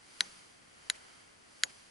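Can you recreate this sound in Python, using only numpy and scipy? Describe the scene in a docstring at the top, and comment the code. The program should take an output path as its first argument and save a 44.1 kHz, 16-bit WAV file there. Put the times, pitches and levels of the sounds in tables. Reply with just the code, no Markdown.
"""Three putts on a green, a few centimetres from the microphone of a small camera lying on the grass.
Quiet outdoor air comes first, with a brighter hiss that swells around each stroke. At 0.2 s the first
putter meets the ball: a hard, very short clack, the ring of the head, a brief low ring and a faint hum.
The turf answers with a dull knock and a soft wash, then the ball brushes down on the grass.
Two more strokes follow at 0.9 s and 1.6 s, each with the ring of a different putter head."""
import sys
import numpy as np
from scipy import signal
from scipy.fft import rfft, irfft
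from scipy.io import wavfile

SR = 44100
rng = np.random.default_rng(int(sys.argv[2]) if len(sys.argv) > 2 else 0)


def store_pcm(level_fs):
    """Save levels as 16-bit WAV."""
    pcm = np.round(np.clip(level_fs, -1, 1) * 32767).astype(np.int16)
    wavfile.write(sys.argv[1], SR, np.atleast_2d(pcm).T)


N = 83790

# the strokes: t/s, level/dB, clack tilt/(dB per octave), clack t60 factor, knock/dB, wash/dB, wash t60/s
PUTTS = [(0.2074, 5, .4, 0.76, -49, -44.5, 0.12), (0.8999, 1.5, 3, 0.96, -62, -47, 0.1),
         (1.6357, 3.5, -0.5, 0.9, -49, -53, 0.094)]
# struck modes: f/Hz, relative level/dB, t60/s, left over right/dB, polarity
CLACK_MODES = [(1270, -13.5, 0.0014, -15, 1), (1643, -21, 0.0085, 7.5, 1), (2050, -14, 0.0064, 11.5, -1),
               (3293, -33.5, 0.013, -11, 1), (3990, -25.5, 0.014, 6, 1), (4370, -20.5, 0.0029, 6, 1),
               (5630, -23, 0.0064, 6, 1), (7110, -33.5, 0.0074, -13, 1), (9070, -20, 0.0021, -2, 1),
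               (10320, -31.5, 0.0046, -9, 1)]  # face on ball, common to all strokes
FIRST_HEAD_MODES = [(3915, -23, .012, 4, 1), (4350, -18, .005, 1, 1), (6158, -47, .16, 0, 1)]
SECOND_HEAD_MODES = [(1500, -39, .035, 0, 1), (3940, -21.5, .013, 2, 1), (6884, -30.5, .032, 0, 1),
                     (10255, -34, .023, -4, 1)]
THIRD_HEAD_MODES = [(1450, -37, .026, 0, 1), (3700, -21, .0035, 1, 1), (4860, -11.5, .0029, 0, 1),
                    (6760, -28.3, .04, 1, 1), (9806, -42.6, .025, -2, 1), (11010, -47, .055, 0, 1)]
FIRST_PUTTER_LOW_MODES = [(183, -60, 0.5, 2, 1), (980, -46.5, 0.045, 2, 1)]
# hollows in the click, so close to the ground and the camera: f/Hz, width/Hz, depth/dB
HOLLOWS = [(2480, 1280, -11), (3660, 310, -9.5), (5430, 890, -7.5), (6500, 120, -13)]
# the ball brushing down on the grass: t/s, half length/s, level/dB
LANDINGS = [(0.26, 0.015, -55), (.957, 0.011, -54.5), (1.702, 0.0072, -56)]
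# swells of the hiss: peak t/s, rise/s, fall/s, treble level/dB, midrange level/dB
HISS_SWELLS = [(0.259, 0.18, 0.18, -57, -60.5), (1.028, 0.28, 0.23, -60.5, -60.5),
               (1.71, 0.17, 0.19, -59.5, -64)]
# noise colours at the microphone: f/Hz, relative spectral level/dB
TURF_WASH_COLOUR = [(100, -31), (400, -3.5), (1000, 0.5), (2000, 4.5), (3000, -7.5), (4500, 0.5),
                    (8000, -11.5), (11000, -6)]
TURF_KNOCK_COLOUR = [(60, -28), (150, -8), (450, 4), (900, 6), (1600, -13), (5000, -41)]
GRASS_BRUSH_COLOUR = [(80, -10), (250, -2), (900, -8), (2200, -0.5), (3800, -8.5), (4800, -4.5),
                      (8000, -12), (10500, -11)]
TREBLE_HISS_COLOUR = [(1000, -8), (3100, -2), (3750, -5), (4400, 0), (4850, 2), (5400, -5.5), (6050, -1.5),
                      (6600, -7), (7400, -5), (8150, -9), (9050, -2), (9900, -4.5), (10600, -6)]
MID_HISS_COLOUR = [(150, -8), (1400, 3), (1750, -1.5), (2150, 2), (2600, -8.5), (3200, 0.5), (4000, -65),
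                   (9000, -26)]
AIR_COLOUR = [(25, -14), (70, -2), (130, -1), (300, 2), (1000, -3), (2100, -4), (2800, -7.5), (4200, -13.5),
              (6000, -12.5), (8000, -14.5), (11000, -21)]
# likeness of left and right in all the noises: f/Hz, correlation
STEREO_LIKENESS = [(60, .8), (130, 0.7), (270, -0.19), (580, -0.52), (1230, -0.34), (2600, 0.04),
                   (5540, 0.41), (11000, 0.54)]

TILT_PIVOT_HZ = 3000
RADIATION_HZ = 1314  # ball and head are too small to radiate well below this
SCATTER_DB, SCATTER_T60_S = -41, 0.032  # level relative to the stroke
KNOCK_ATTACK_S, KNOCK_T60_S = 0.012, 0.16
AIR_DB = -62.3
TOP_HZ, EDGE_HZ = 11125, 250  # the camera's treble limit and the width of its edge


def strokes():
    """The face meets the ball: a clack and the ring of that putter's head, thin and hollow so close."""
    clicks = 0
    heads = FIRST_HEAD_MODES, SECOND_HEAD_MODES, THIRD_HEAD_MODES
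    for (start, db, tilt_db, t60_factor, *_), head in zip(PUTTS, heads):
        clack = ring(CLACK_MODES, start, tilt_db, t60_factor)
        clicks += undb(db) * (clack + ring(head, start))
    low_cut = signal.butter(8, RADIATION_HZ, "high", fs=SR, output="sos")
    clicks = signal.sosfiltfilt(low_cut, clicks)
    for hz, width, depth_db in HOLLOWS:
        band = signal.lfilter(*signal.iirpeak(hz, hz / width, fs=SR), clicks)
        clicks += (undb(depth_db) - 1) * band
    return clicks


def low_ring():
    """The first putter gives a brief low ring and a faint, longer hum."""
    return ring(FIRST_PUTTER_LOW_MODES, start=PUTTS[0][0])


def turf():
    """Quick scatter from the grass and the camera body, a soft wash and a dull knock off the turf."""
    wash, knock = noise(TURF_WASH_COLOUR), noise(TURF_KNOCK_COLOUR)
    out = 0
    for start, db, _, _, knock_db, wash_db, wash_t60 in PUTTS:
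        out += wash * undb(db + SCATTER_DB) * decay(start, SCATTER_T60_S)
        out += wash * undb(wash_db) * decay(start, wash_t60)
        attack = np.clip(since(start) / KNOCK_ATTACK_S, 0, 1)
        out += knock * undb(knock_db) * attack * decay(start, KNOCK_T60_S)
    return out


def landings():
    """The ball brushes the grass after its short skip."""
    touches = sum(undb(db) * swell(time, half, half) for time, half, db in LANDINGS)
    return noise(GRASS_BRUSH_COLOUR) * touches


def outdoor_air():
    """Steady air over the green, and a brighter hiss that swells around each stroke."""
    treble, midrange = noise(TREBLE_HISS_COLOUR), noise(MID_HISS_COLOUR)
    hiss = 0
    for peak, rise, fall, treble_db, mid_db in HISS_SWELLS:
        hiss += swell(peak, rise, fall) * (undb(treble_db) * treble + undb(mid_db) * midrange)
    return undb(AIR_DB) * noise(AIR_COLOUR) + hiss


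def ring(modes, start, tilt_db=0, t60_factor=1):
    """Damped modes struck at one instant, each with its own place between left and right."""
    out = 0
    for hz, db, t60, pan_db, polarity in modes:
        gain = np.sign(polarity) * undb(db + tilt_db * np.log2(hz / TILT_PIVOT_HZ))
        wave = gain * decay(start, t60 * t60_factor) * np.sin(2 * np.pi * hz * since(start))
        out += wave * undb([[pan_db / 2], [-pan_db / 2]])
    return out


def noise(colour):
    """Stereo noise of rms 1 with the given colour; left and right are alike as in open air."""
    f = np.arange(N // 2 + 1) * SR / N
    alike = np.clip(at_hz(STEREO_LIKENESS, f), -1, 1)
    white = rfft(rng.standard_normal((2, N)))
    coloured = white * undb(at_hz(colour, f)) * (f < TOP_HZ)
    mid, side = coloured * np.sqrt([1 + alike, 1 - alike])
    stereo = irfft(np.array([mid + side, mid - side]), N)
    return stereo / np.sqrt(np.mean(stereo ** 2))


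def decay(start, t60):
    """A sudden start and an exponential fall."""
    t = since(start)
    return (t >= 0) * np.exp(-np.log(1000) * np.maximum(t, 0) / t60)


def swell(peak, rise, fall):
    """A smooth, bell-shaped rise and fall."""
    t = since(peak)
    return np.exp(-.5 * (t / np.where(t < 0, rise, fall)) ** 2)


def since(start):
    """Seconds from a moment."""
    return np.arange(N) / SR - start


def at_hz(points, f):
    """Read (f/Hz, value) points on a log-frequency axis."""
    hz, value = np.array(points, float).T
    return np.interp(np.log(np.maximum(f, 1)), np.log(hz), value)


def undb(db):
    """Decibels to gain."""
    return 10 ** (np.asarray(db) / 20)


def scene():
    """Three putts on the quiet green, heard close up at grass height."""
    return strokes() + low_ring() + turf() + landings() + outdoor_air()


def record(dry):
    """The camera cuts the top steeply."""
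    f = np.arange(N // 2 + 1) * SR / N
    passband = np.clip(.5 + (TOP_HZ - f) / EDGE_HZ, 0, 1)
    return irfft(rfft(dry) * passband, N)


dry = scene()
out = record(dry)
store_pcm(out)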